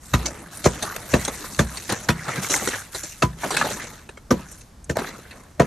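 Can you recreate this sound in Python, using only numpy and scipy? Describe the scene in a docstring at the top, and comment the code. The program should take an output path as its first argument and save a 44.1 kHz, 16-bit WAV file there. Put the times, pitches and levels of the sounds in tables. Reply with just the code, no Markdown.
"""Outdoors in the snow a small hammer knocks a thick ice crust off the wing and bumper of a car.
From the start filtered noise rumbles faintly as open air, and for two seconds boots shuffle as swells of grains.
Nine blows follow: each cracks the ice (grain bursts), clacks the crust and thumps the panel (modes, bending wave).
After the first blow loosened chunks shatter, pieces knock and ring the steel wheel (resonators), and crumbs
trickle with clicking splinters; the ice falls thickest midway, and one more blow comes at the very end."""
import sys
import numpy as np
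from scipy import signal
from scipy.fft import rfft, irfft, next_fast_len
from scipy.io import wavfile

SR = 44100
rng = np.random.default_rng(int(sys.argv[2]) if len(sys.argv) > 2 else 0)


def int16_out(signal):
    """Quantize to a 16-bit WAV file."""
    q = np.round(np.clip(np.atleast_2d(signal).T, -1, 1) * 32767)
    wavfile.write(sys.argv[1], SR, q.astype(np.int16))


N = 249606


def from_db(db):
    """Logarithmic level: decibels to amplitude gain."""
    return 10 ** (np.asarray(db) / 20)


def rms_one(x):
    """Normalisation: scale to an rms of 1."""
    return x / np.sqrt(np.mean(x ** 2) + 1e-20)


def at_hz(points, hz):
    """Interpolation on a logarithmic frequency axis of (frequency [Hz], value) points."""
    freqs, values = np.transpose(list(points))
    return np.interp(np.log(hz), np.log(freqs), values)


def stereo(mid, side):
    """Sum and difference: left and right from mid and side."""
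    return np.array([mid + side, mid - side])


def add(out, s, sound):
    """Superposition: mix a sound in at time s, cut off at the end of the scene."""
    start = round(s * SR)
    room = out[:, start:start + sound.shape[-1]]
    room += sound[:, :room.shape[-1]]


def ping(hz, t60, rise_s, side_db):
    """Damped oscillation: one mode, with a quadrature side signal of random sign."""
    t = np.arange(int(t60 * SR)) / SR
    envelope = (1 - np.exp(-t / rise_s)) * from_db(-60 * t / t60)
    phase = 2 * np.pi * hz * t
    side = np.sign(rng.standard_normal()) * from_db(side_db) * np.cos(phase)
    return envelope * stereo(np.sin(phase), side)


def drift(at, per_s):
    """Low-passed noise: a smooth wander at a rate of about per_s, read at the given samples; rms 1."""
    coarse = np.arange(0, N + 32, 32)
    keep = np.exp(-2 * np.pi * per_s * 32 / SR)
    slow = signal.lfilter([1], [1, -2 * keep, keep * keep], rng.standard_normal(len(coarse)))
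    return np.interp(at, coarse, rms_one(slow))


# centres of the third-octave bands [Hz]
BANDS_HZ = np.geomspace(100, 12800, 22)


def grit(per_s, spread_db, clump_db, patchy_db, width):
    """Shot noise: tiny ice fractures in clumps of changing colour, as bands x 2 x N with unit spread a band."""
    at = np.flatnonzero(rng.random(N) < per_s / SR)
    size_db = spread_db * np.minimum(rng.exponential(1, N)[at], 4.5)
    size_db += clump_db * drift(at, per_s=45)
    patches = [drift(at, per_s=11.6) for hz in BANDS_HZ]
    colours = rng.standard_normal((len(at), len(BANDS_HZ), 2))
    out = np.empty((len(BANDS_HZ), 2, N), np.float32)
    clicks = np.zeros((2, N))
    for k, hz in enumerate(BANDS_HZ):
        mid, side = colours[:, k].T * from_db(size_db + patchy_db * patches[k])
        clicks[:, at] = stereo(mid, side * from_db(at_hz(width, hz)))
        third_octave = signal.butter(2, [hz / 1.13, hz * 1.13], "band", fs=SR, output="sos")
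        out[k] = signal.sosfilt(third_octave, clicks)
        out[k] /= out[k].std()
    return out


def burst(grains, s, envelopes):
    """Amplitude modulation: the grains from time s on, under one envelope a band."""
    part = grains[:, :, round(s * SR):][:, :, :envelopes.shape[1]]
    return np.einsum("bcn,bn->cn", part, envelopes[:, :part.shape[-1]])


# spectrum of the open air: (frequency [Hz], relative spectrum level [dB])
AIR = [(25, 0.5), (70, -3.5), (130, -10.5), (200, -12), (420, -24), (1200, -27.5), (2700, -37.5),
       (6500, -36), (13000, -44)]
# stereo width of air and blows: (frequency [Hz], side relative to mid [dB])
BLOW_WIDTH = [(60, -49), (140, -28), (300, -8.5), (550, -6), (1200, -5.5), (3000, -11), (9000, -5.5)]


def open_air():
    """Stationary random noise, shaped in the frequency domain: a faint, steady outdoor rumble."""
    size = next_fast_len(N)
    hz = np.maximum(np.fft.rfftfreq(size, 1 / SR), 1)
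    mid, side = rfft(rng.standard_normal((2, size))) * from_db(at_hz(AIR, hz))
    side = side * from_db(at_hz(BLOW_WIDTH, hz))
    rumble = irfft(stereo(mid, side), size)[:, :N]
    return from_db(-44) * rms_one(rumble)


# grid on which the flow of loose grains is computed [s]
FLOW_TIMES = np.arange(0, N / SR + .004, .004)


def flow(start, swell_s, hold_s, t60):
    """Granular flow: loose grains get going, run for a while and come to rest."""
    age = FLOW_TIMES - start
    decay_s = np.maximum(age - swell_s - hold_s, 0)
    return np.clip(age / swell_s, 0, 1) * from_db(-60 * decay_s / t60)


# spills of crumbs, shaken loose by a blow or thrown off by a falling slab:
# (start [s], relative level [dB], brightness [dB], swell [s], hold [s], t60 [s])
SPILLS = [(0.144, -35, -3.5, 0.064, 0.03, 1.85), (0.677, -35, -0.5, 0.053, 0.14, 1.34),
          (0.822, -35, 0, 0.034, 0.025, 1.67), (1.149, -32, 3.5, 0.042, 0.038, 0.74),
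          (1.616, -39.5, 0, 0.057, 0.037, 0.94), (1.913, -36, 1.5, 0.032, 0.031, 2.4),
          (2.12, -38.5, -2, 0.054, 0.11, 1.7), (2.24, -32, -1, 0.044, 0.087, 0.85),
          (2.415, -31.5, 8, 0.014, 0.04, 0.6), (2.495, -29.5, 7, 0.011, 0.06, 0.7),
          (2.609, -30.5, 5.5, 0.035, 0.115, 0.5), (2.909, -38.5, 10.5, .03, .03, 1.23),
          (3.223, -47.5, -7.5, 0.06, .05, 1), (3.37, -34, 3, 0.059, .06, 0.61),
          (3.538, -29.5, 1.5, 0.041, 0.13, 0.95), (4.333, -42.5, 0, 0.055, .02, 0.78),
          (4.47, -53.5, 10.5, 0.042, 0.081, 0.3), (4.957, -33.5, -1, 0.03, 0.075, 0.85),
          (5.26, -47.5, -4, 0.025, .11, 1.05), (5.604, -40.5, -2, 0.042, .02, .9)]
# neutral balance of a spill: body, clack, sparkle [dB]
SPILL_BALANCE_DB = [-3, -1.05, 1]
# boots shuffling on gritty snow: (start [s], relative level [dB], hold [s])
SCUFFS = [(0.0, -39, 0.19), (0.501, -35, 0.1), (1.019, -33.5, 0.12), (1.291, -30.5, 0.31),
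          (1.706, -31.5, 0.19)]
# balance of a scuff: body, clack, sparkle [dB]
SCUFF_BALANCE_DB = [-11, -10.5, 0.95]


def trickle_db():
    """Incoherent addition: spills and scuffs sum in power to body, clack and sparkle levels over time."""
    power = 1e-10
    for start, level_db, bright_db, swell_s, hold_s, t60 in SPILLS:
        tilt_db = bright_db * np.array([-1, 0, 1])
        gains = from_db(level_db + np.array(SPILL_BALANCE_DB) + tilt_db)
        power = power + np.outer(gains, flow(start, swell_s, hold_s, t60)) ** 2
    for start, level_db, hold_s in SCUFFS:
        gains = from_db(level_db + np.array(SCUFF_BALANCE_DB))
        power = power + np.outer(gains, flow(start, 0.037, hold_s, t60=0.38)) ** 2
    return 10 * np.log10(power)


# frequencies of the body, clack and sparkle of ice [Hz]
ICE_REGISTERS_HZ = [450, 1500, 7500]
# spectrum of crumbs and splinters: (frequency [Hz], level relative to its register [dB])
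CRUMB_COLOUR = [(100, -10.5), (200, -6.5), (450, -8.5), (900, -7.5), (1800, -3.5), (2900, -15),
                (4000, -9.5), (5000, -16.5), (6300, -6), (8700, -11), (10500, -10.5), (13000, -13)]


def crumbs(grains, registers, level_db):
    """Granular noise: crumbs slide down the panel, patter on the frozen ground and grind underfoot."""
    out, t = np.zeros((2, N)), np.arange(N) / SR
    # share of each register in each band
    shares = np.transpose([at_hz(zip(ICE_REGISTERS_HZ, one), BANDS_HZ) for one in np.eye(len(registers))])
    gains = from_db(level_db + shares @ registers + at_hz(CRUMB_COLOUR, BANDS_HZ)[:, None])
    for band, gain in zip(grains, gains):
        out += band * np.interp(t, FLOW_TIMES, gain)
    return out


# stereo width of loose ice: (frequency [Hz], side relative to mid [dB])
ICE_WIDTH = [(100, -42), (450, -6), (1200, -15.5), (4000, -6), (8000, -5.5), (13000, -8.5)]


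def shards(registers, count, crowding, spread_db, level_db):
    """Plate modes scale with size: splinters, densest in thick spills, click higher and shorter when small."""
    out = np.zeros((2, N))
    fallen = np.cumsum(from_db(crowding * registers[1]))
    for when, smallness, fall in rng.random((count, 3)):
        s = np.interp(when, fallen / fallen[-1], FLOW_TIMES)
        lowest_hz = 450 * 14 ** smallness
        here = [(hz, np.interp(s, FLOW_TIMES, level)) for hz, level in zip(ICE_REGISTERS_HZ, registers)]
        strength_db = -spread_db * np.log(max(fall, .06))
        for hz in lowest_hz * np.array([1, 1.47, 2.1]):
            t60 = .025 * (hz / 1000) ** -.25
            gain = from_db(level_db + strength_db + at_hz(here, hz) + at_hz(CRUMB_COLOUR, hz))
            add(out, s, gain * ping(hz, t60, rise_s=0.0006, side_db=at_hz(ICE_WIDTH, hz)))
    return out


# ice chunks breaking off, landing or being crushed: (time [s], relative body level [dB],
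# relative clack level [dB], relative sparkle level [dB], t60 [s], ring frequency [Hz])
CHUNKS = [(0.256, -38, -29.5, -19.5, 0.091, 6200), (0.571, -42, -69, -27.5, 0.031, 9470),
          (0.64, -33, -23, -21.5, 0.14, 4250), (0.8235, -30, -27.5, -19, 0.085, 6340),
          (0.961, -39, -26.5, -32, 0.034, 11700), (1.106, -49, -35, -33.5, 0.25, 7600),
          (1.162, -27, -29, -48, 0.041, 510), (1.249, -44, -30, -21, 0.033, 8700),
          (1.278, -21.5, -25, -23, 0.071, 6580), (1.443, -32, -33, -84, 0.026, 1130),
          (1.771, -53, -35, -28.5, 0.053, 8660), (1.891, -28.5, -20, -22, 0.16, 9100),
          (1.92, -24, -26, -25.5, 0.078, 8600), (2.1, -38, -21, -29, 0.053, 5640),
          (2.281, -37, -26.5, -39, 0.086, 526), (2.357, -49, -30, -30, 0.056, 1160),
          (2.372, -30, -26, -34, 0.084, 1610), (2.425, -32.5, -36, -32, 0.068, 1420),
          (2.495, -28.5, -26, -22.5, 0.25, 3970), (2.621, -31, -30, -50, 0.04, 1140),
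          (2.673, -22, -26.5, -23, 0.049, 1900), (2.685, -30, -43, -25, 0.029, 5570),
          (2.733, -33.5, -22, -46, 0.049, 477), (2.755, -33, -48, -38, 0.024, 7640),
          (2.945, -32, -28.5, -25.5, 0.071, 4080), (3.032, -37.5, -45, -26.5, 0.097, 7000),
          (3.121, -54, -65, -31.5, 0.029, 5400), (3.433, -31, -20.5, -34, 0.12, 1474),
          (3.455, -32, -47, -55, 0.078, 633), (3.506, -29.5, -28, -23, 0.12, 5800),
          (3.54, -35, -32, -28.5, 0.1, 830), (3.566, -35, -22.5, -18.5, 0.092, 2580),
          (3.596, -39, -25, -27, 0.13, 6450), (3.6124, -25, -10.5, -55, 0.046, 1710),
          (3.645, -29.5, -29, -34, 0.11, 790), (3.709, -34, -35, -38, 0.066, 1880),
          (3.796, -51, -27, -39, 0.19, 2050), (3.839, -38, -45, -39, 0.04, 1340),
          (3.922, -56, -50, -48, 0.2, 1890), (4.09, -35, -33, -42.5, 0.036, 8960),
          (4.172, -39, -37, -46, 0.044, 2190), (4.392, -39, -59, -50, 0.064, 650),
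          (4.485, -56, -53, -46, 0.023, 2380), (4.512, -53, -75, -38.5, 0.11, 11600),
          (4.61, -62, -50, -45, 0.039, 6440), (4.842, -73, -68, -39, 0.03, 6500),
          (4.954, -32, -32, -35, 0.14, 6600), (4.967, -28, -27, -37, 0.038, 1790),
          (4.984, -24.5, -25, -36, 0.076, 4000), (5.018, -30, -31, -48, 0.028, 1540),
          (5.042, -34, -27, -59, 0.034, 1160), (5.087, -44, -43, -38, 0.032, 6300),
          (5.187, -38.5, -57, -59, 0.045, 1750), (5.251, -50, -43, -78, 0.045, 1530),
          (5.308, -68.5, -38, -43, 0.053, 4320), (5.328, -65, -43, -65, 0.04, 1460),
          (5.434, -70, -66, -51, 0.028, 6960)]
# spectrum of a shattering chunk: (frequency [Hz], level relative to its register [dB])
CHUNK_COLOUR = [(100, -13.5), (220, -8.5), (500, -1), (800, -3), (1100, -10), (1700, -6.5), (3000, -16),
                (4000, -9), (5000, -15.5), (6500, -6), (8500, -9), (13000, -50)]


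def chunks(grains, rise_share, ring_db, ring_share, overtone_db, uneven_db, level_db):
    """Brittle fracture: a chunk clinks with a few plate modes and shatters into a dying spray of grains."""
    out, t = np.zeros((2, N)), np.arange(SR // 6) / SR
    for s, *register_db, t60, ring_hz in CHUNKS:
        registers = list(zip(ICE_REGISTERS_HZ, register_db))
        # short clinks start sharply, long crunches build up
        rise_s = rise_share * t60
        colour_db = at_hz(CHUNK_COLOUR, BANDS_HZ) + uneven_db * rng.standard_normal(len(BANDS_HZ))
        gain = from_db(level_db + colour_db + at_hz(registers, BANDS_HZ))
        envelope = (1 - np.exp(-t / rise_s)) * from_db(-60 * t / t60)
        add(out, s, burst(grains, s, gain[:, None] * envelope))
        other_hz = np.exp(rng.uniform(np.log(1300), np.log(11000), size=5))
        for hz, mode_db in [(ring_hz, ring_db)] + [(hz, overtone_db) for hz in other_hz]:
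            # cracked ice damps its high modes quickly
            ring_t60 = min(ring_share * t60, .07 * (hz / 1000) ** -.25)
            gain = from_db(mode_db + at_hz(registers, hz))
            add(out, s, gain * ping(hz, ring_t60, rise_s, side_db=-36))
    return out


# solid pieces of ice knocking on the car or the frozen ground:
# (time [s], relative level [dB], pitch [Hz], t60 [s], click relative to the knock [dB])
KNOCKS = [(0.2599, -23.5, 4160, .015, 2), (0.8302, -25, 4200, 0.0089, 4), (0.964, -25, 2460, 0.011, 5),
          (1.251, -21, 5630, 0.019, -13), (1.2813, -25.5, 1500, 0.014, -1), (1.547, -28.5, 6280, 0.022, -4),
          (1.778, -31, 7100, .01, -5), (1.9247, -24, 4200, .012, 6), (2.356, -33, 1170, 0.013, -12),
          (2.38, -24, 188, 0.16, -30), (2.447, -22, 2240, 0.025, -10), (2.515, -26, 3980, 0.045, -4),
          (2.541, -7.5, 2090, 0.013, -13), (2.561, -22.5, 1030, .02, -10), (2.597, -25.5, 2010, 0.036, -11),
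          (2.674, -16.5, 1450, 0.019, -15), (2.689, -24, 2100, 0.025, -8), (2.758, -25, 1450, .02, -5),
          (3.434, -21, 934, 0.053, -19), (3.5058, -19, 1054, 0.036, -0.5), (3.5678, -17.5, 2190, 0.027, -2),
          (3.6127, -9, 1224, 0.023, -21), (3.642, -20.5, 536, 0.045, -15), (3.708, -22, 565, 0.029, -14),
          (3.798, -26, 1730, 0.023, -14), (4.9696, -4.5, 634, 0.014, -14), (4.989, -23.5, 1630, 0.032, -21),
          (4.9955, -26, 2100, .015, -1), (5.02, -35, 1520, .02, -10), (5.046, -30, 1890, .025, -18)]
# modes of such a piece: (multiple of its pitch [1], relative level [dB])
PIECE_MODES = [(0.43, -10), (0.71, -2), (1.0, 2.5), (1.33, -13), (1.87, -43)]


def pieces(rise_cycles, click_t60, level_db):
    """Impact excitation: a solid piece lands with a sharp noise click and a short, hollow ring of plate modes."""
    out, t = np.zeros((2, N)), np.arange(SR // 30) / SR
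    for s, knock_db, pitch_hz, t60, click_db in KNOCKS:
        gain = from_db(level_db + knock_db)
        for k, (multiple, mode_db) in enumerate(PIECE_MODES):
            mode = ping(pitch_hz * multiple, t60, rise_cycles / pitch_hz, side_db=-35)
            add(out, s, (-1) ** k * gain * from_db(mode_db) * mode)
        mid, side = rng.standard_normal((2, len(t)))
        click = from_db(click_db - 60 * t / click_t60) * stereo(mid, side / 2)
        add(out, s, gain * click)
    return out


def loose_ice():
    """Common origin: chunks, pieces, crumbs and splinters all break from the same brittle crust."""
    grains = grit(per_s=3000, spread_db=1.6, clump_db=0.7, patchy_db=3.5, width=ICE_WIDTH)
    falling = chunks(grains, rise_share=0.057, ring_db=5.5, ring_share=1.0,
                     overtone_db=0.5, uneven_db=0.9, level_db=1.5)
    falling += pieces(rise_cycles=0.6, click_t60=0.012, level_db=-1.0)
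    registers = trickle_db()
    falling += crumbs(grains, registers, level_db=-5.5)
    falling += shards(registers, count=450, crowding=.25, spread_db=2.5, level_db=3.0)
    return falling


# modes of the steel wheel: (frequency [Hz], bandwidth [Hz], relative level [dB])
WHEEL_MODES = [(1293, 45, 1), (2660, 55, 7), (4008, 80, -1), (5790, 200, -4)]


def wheel(ice, level_db):
    """Resonance: falling ice strikes the steel wheel, which rings briefly at its modes."""
    out = np.zeros((2, N))
    for hz, width_hz, mode_db in WHEEL_MODES:
        resonator = signal.iirpeak(hz, hz / width_hz, fs=SR)
        out += from_db(level_db + mode_db) * signal.lfilter(*resonator, ice)
    return out


def snaps(t, first_s, gap_s, length_s, growth_db, count):
    """Stick-slip envelope: a crack runs in a few unevenly spaced jumps, each growth_db above the last."""
    gaps = gap_s * rng.uniform(.5, 1.5, count)
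    ages = t - (first_s + np.cumsum(gaps) - gaps[0])[:, None]
    jumps = (ages > 0) * np.exp(-np.abs(ages) / length_s)
    return from_db(growth_db * np.arange(count)) @ jumps


# hammer blows: (time [s], relative levels of thump [dB], boom [dB], knock [dB], clack [dB], crack [dB],
# relative ring of the panel [dB], travel time of a 100 Hz bending wave [s])
BLOWS = [(0.138, -21, -23, -31.5, -28, -36, -0.5, 0.013), (0.659, -25, -23, -17.5, -28, -37, -7.5, .014),
         (1.1387, -24, -23, -17.5, -28.5, -37, -4.5, 0.011),
         (1.592, -26.5, -24, -22, -29, -34.5, -0.5, 0.013),
         (2.0892, -31, -24.5, -27.5, -26.5, -35, 3, .015),
         (3.2239, -28, -24, -25.5, -26, -37.5, -1.5, .028),
         (4.3092, -34, -27.5, -18, -33.5, -39, 0.5, .022),
         (4.8972, -33, -33.5, -28, -44.5, -44, 0.5, 0.01333),
         (5.5996, -30.5, -23.5, -15.5, -25.5, -41, -0.5, 0.014)]
# frequencies of those five registers, thump to crack [Hz]
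BLOW_REGISTERS_HZ = [65, 150, 450, 1400, 5000]
# spectrum of the crack: (frequency [Hz], level relative to its register [dB])
FRACTURE = [(100, -18), (300, -13), (600, -6.5), (820, -10.5), (1200, -5), (2000, -3), (3000, -5),
            (4000, -1.5), (5000, -2.5), (6500, 5), (9000, -7.5), (13000, -4.5)]


def cracks(crush_s, rise_s, t60_at_1k, damping, tail_db, tail_t60, snap_db, level_db):
    """Fracture and scattering: the crust is crushed and snaps; the crack scatters off car and ground."""
    out, t = np.zeros((2, N)), np.arange(SR // 3) / SR
    grains = grit(per_s=9000, spread_db=1.5, clump_db=-1.0, patchy_db=2.0, width=BLOW_WIDTH)
    t60 = t60_at_1k * (BANDS_HZ[:, None] / 1000) ** -damping
    direct = from_db(-60 * np.maximum(t - crush_s, 0) / t60)
    scattered = from_db(tail_db - 60 * t / tail_t60)
    envelope = (1 - np.exp(-t / rise_s)) * np.hypot(direct, scattered)
    for s, *register_db, ring_db, travel_s in BLOWS:
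        jumps = from_db(snap_db) * snaps(t, first_s=crush_s / 2, gap_s=0.0057, length_s=0.00098,
                                         growth_db=1.0, count=4)
        blow_db = at_hz(zip(BLOW_REGISTERS_HZ, register_db), BANDS_HZ)
        gain = from_db(level_db + at_hz(FRACTURE, BANDS_HZ) + blow_db)
        # crushing starts ahead of the blow time, where the first jump falls
        add(out, s - crush_s / 2, burst(grains, s, gain[:, None] * (envelope + jumps)))
    return out


# modes of the patch of crust and panel under the hammer, one row a blow:
# (frequency [Hz], relative level [dB])
SPOT_MODES = [
    [(128, -2), (1001, -17), (1245, -18.5), (1900, -16), (2622, -20.5), (3849, -16)],
    [(1254, -14), (2595, -36), (4129, -22.5)],
    [(1200, -17), (1599, -23), (1798, -13.5), (2660, -15), (3957, -18)],
    [(1180, -15), (1577, -13), (1787, -14), (3510, -16)],
    [(974, -15), (1426, -16), (1771, -15.5), (2309, -22.5), (4253, -19)],
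    [(1292, -10.5), (1720, -27), (2654, -11.5), (4597, -21)],
    [(247, -2), (355, -18), (1041, -18), (1190, -11), (1550, -16.5), (4143, -37), (5600, -18)],
    [(1560, -21.5), (1797, -19.5), (2100, -29), (2668, -32)],
    [(141, -11), (667, -2), (1122, -25), (1527, -19.5), (1830, -12), (2178, -18)],
]


def struck_spot(t60_at_1k, rise_cycles, level_db):
    """Local modes: the patch under the hammer has a hard clack of its own; its higher modes die sooner."""
    out = np.zeros((2, N))
    for (s, *_), modes in zip(BLOWS, SPOT_MODES):
        for k, (hz, mode_db) in enumerate(modes):
            mode_t60 = t60_at_1k * (hz / 1000) ** -.3
            mode = ping(hz, mode_t60, rise_cycles / hz, side_db=-36)
            add(out, s, (-1) ** k * from_db(level_db + mode_db) * mode)
    return out


# spectrum of the bending wave: (frequency [Hz], level relative to its register [dB])
BENDING_COLOUR = [(30, -22), (70, 5.5), (100, -4.5), (130, 4.5), (200, -2.5), (340, -9.5), (600, -6.5),
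                  (800, -34), (1200, -13.5), (2400, -19), (6000, -83)]


def bending_wave(front_hz, level_db):
    """Dispersion: low pitches travel slower in the panel, so the clack sweeps down into a solid thump."""
    out, size = np.zeros((2, N)), SR // 4
    hz = np.maximum(np.fft.rfftfreq(size, 1 / SR), 1)
    margin_s = .02  # room for pitches that arrive before the front
    for s, *register_db, ring_db, travel_s in BLOWS:
        delay = margin_s + travel_s * (np.sqrt(100 / hz) - np.sqrt(100 / front_hz))
        blow_db = at_hz(zip(BLOW_REGISTERS_HZ, register_db), hz)
        gain = from_db(level_db + at_hz(BENDING_COLOUR, hz) + blow_db)
        # phase is the integral of group delay over frequency
        phase = 2 * np.pi * np.cumsum(delay) * SR / size
        wave = irfft(gain * np.exp(-1j * phase), size)
        add(out, s - margin_s, stereo(wave, 0))
    return out


# modes of the ice-laden panel (low) and of the crust itself (high):
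# (frequency [Hz], relative level [dB], t60 [s])
MODES_OF_WING = [(59.3, 7, 0.45), (77.7, 6, 0.22), (103, 3, 0.06), (130.2, 0, 0.44), (157.2, 0, 0.41),
                 (187.3, 4, 0.32), (226.7, 9.5, 0.15), (297.3, 1, 0.088), (344.4, 6.5, 0.12),
                 (425, -4, 0.091), (479, -1.5, 0.091), (590, 4.5, 0.017), (981, 7, 0.13), (1254, 1, 0.12),
                 (1556, -22, 0.11), (1840, -17, 0.21)]


def wing(rise_cycles, uneven_db, detune, level_db):
    """Modal superposition: every blow rings panel and crust, with mode strengths and pitches drawn anew."""
    out, t = np.zeros((2, N)), np.arange(SR // 4) / SR
    hz, mode_db, t60 = np.transpose(MODES_OF_WING)[:, :, None]
    for s, *register_db, ring_db, travel_s in BLOWS:
        # each mode starts when the bending wave of its pitch arrives
        age = np.maximum(t - travel_s * np.sqrt(100 / hz), 0)
        envelope = (1 - np.exp(-age * hz / rise_cycles)) * from_db(-60 * age / t60)
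        strength, stiffness, lean = rng.standard_normal((3, len(hz), 1))
        blow_db = ring_db + at_hz(zip(BLOW_REGISTERS_HZ, register_db), hz)
        height = envelope * from_db(level_db + mode_db + blow_db + uneven_db * strength)
        phase = 2 * np.pi * hz * (1 + detune * stiffness) * age
        side = np.sign(lean) * from_db(at_hz(BLOW_WIDTH, hz)) * np.cos(phase)
        add(out, s, stereo((height * np.sin(phase)).sum(0), (height * side).sum(0)))
    return out


def scene():
    """Linear superposition of the open air, the falling ice, the wheel and the hammer blows."""
    air = open_air()
    ice = loose_ice()
    ringing_wheel = wheel(ice, level_db=-11)
    fractures = cracks(crush_s=0.0076, rise_s=0.0025, t60_at_1k=0.092, damping=0.55,
                       tail_db=2.0, tail_t60=0.13, snap_db=-6.0, level_db=3.5)
    knocks = struck_spot(t60_at_1k=0.046, rise_cycles=1.2, level_db=1.0)
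    knocks += bending_wave(front_hz=5100, level_db=59.0)
    knocks += wing(rise_cycles=0.75, uneven_db=3.0, detune=0.015, level_db=-5.0)
    return air + ice + ringing_wheel + fractures + knocks


def record(dry):
    """Band limiting and saturation: the microphone sheds deep bass, peaks are rounded, the top is cut."""
    ceiling, low_cut_hz, top_cut_hz = .95, 42, 13300
    thinned = signal.sosfilt(signal.butter(2, low_cut_hz, "high", fs=SR, output="sos"), dry)
    rounded = ceiling * np.tanh(thinned / ceiling)
    return signal.sosfilt(signal.ellip(10, .2, 80, top_cut_hz, fs=SR, output="sos"), rounded)


dry = scene()
out = record(dry)
int16_out(out)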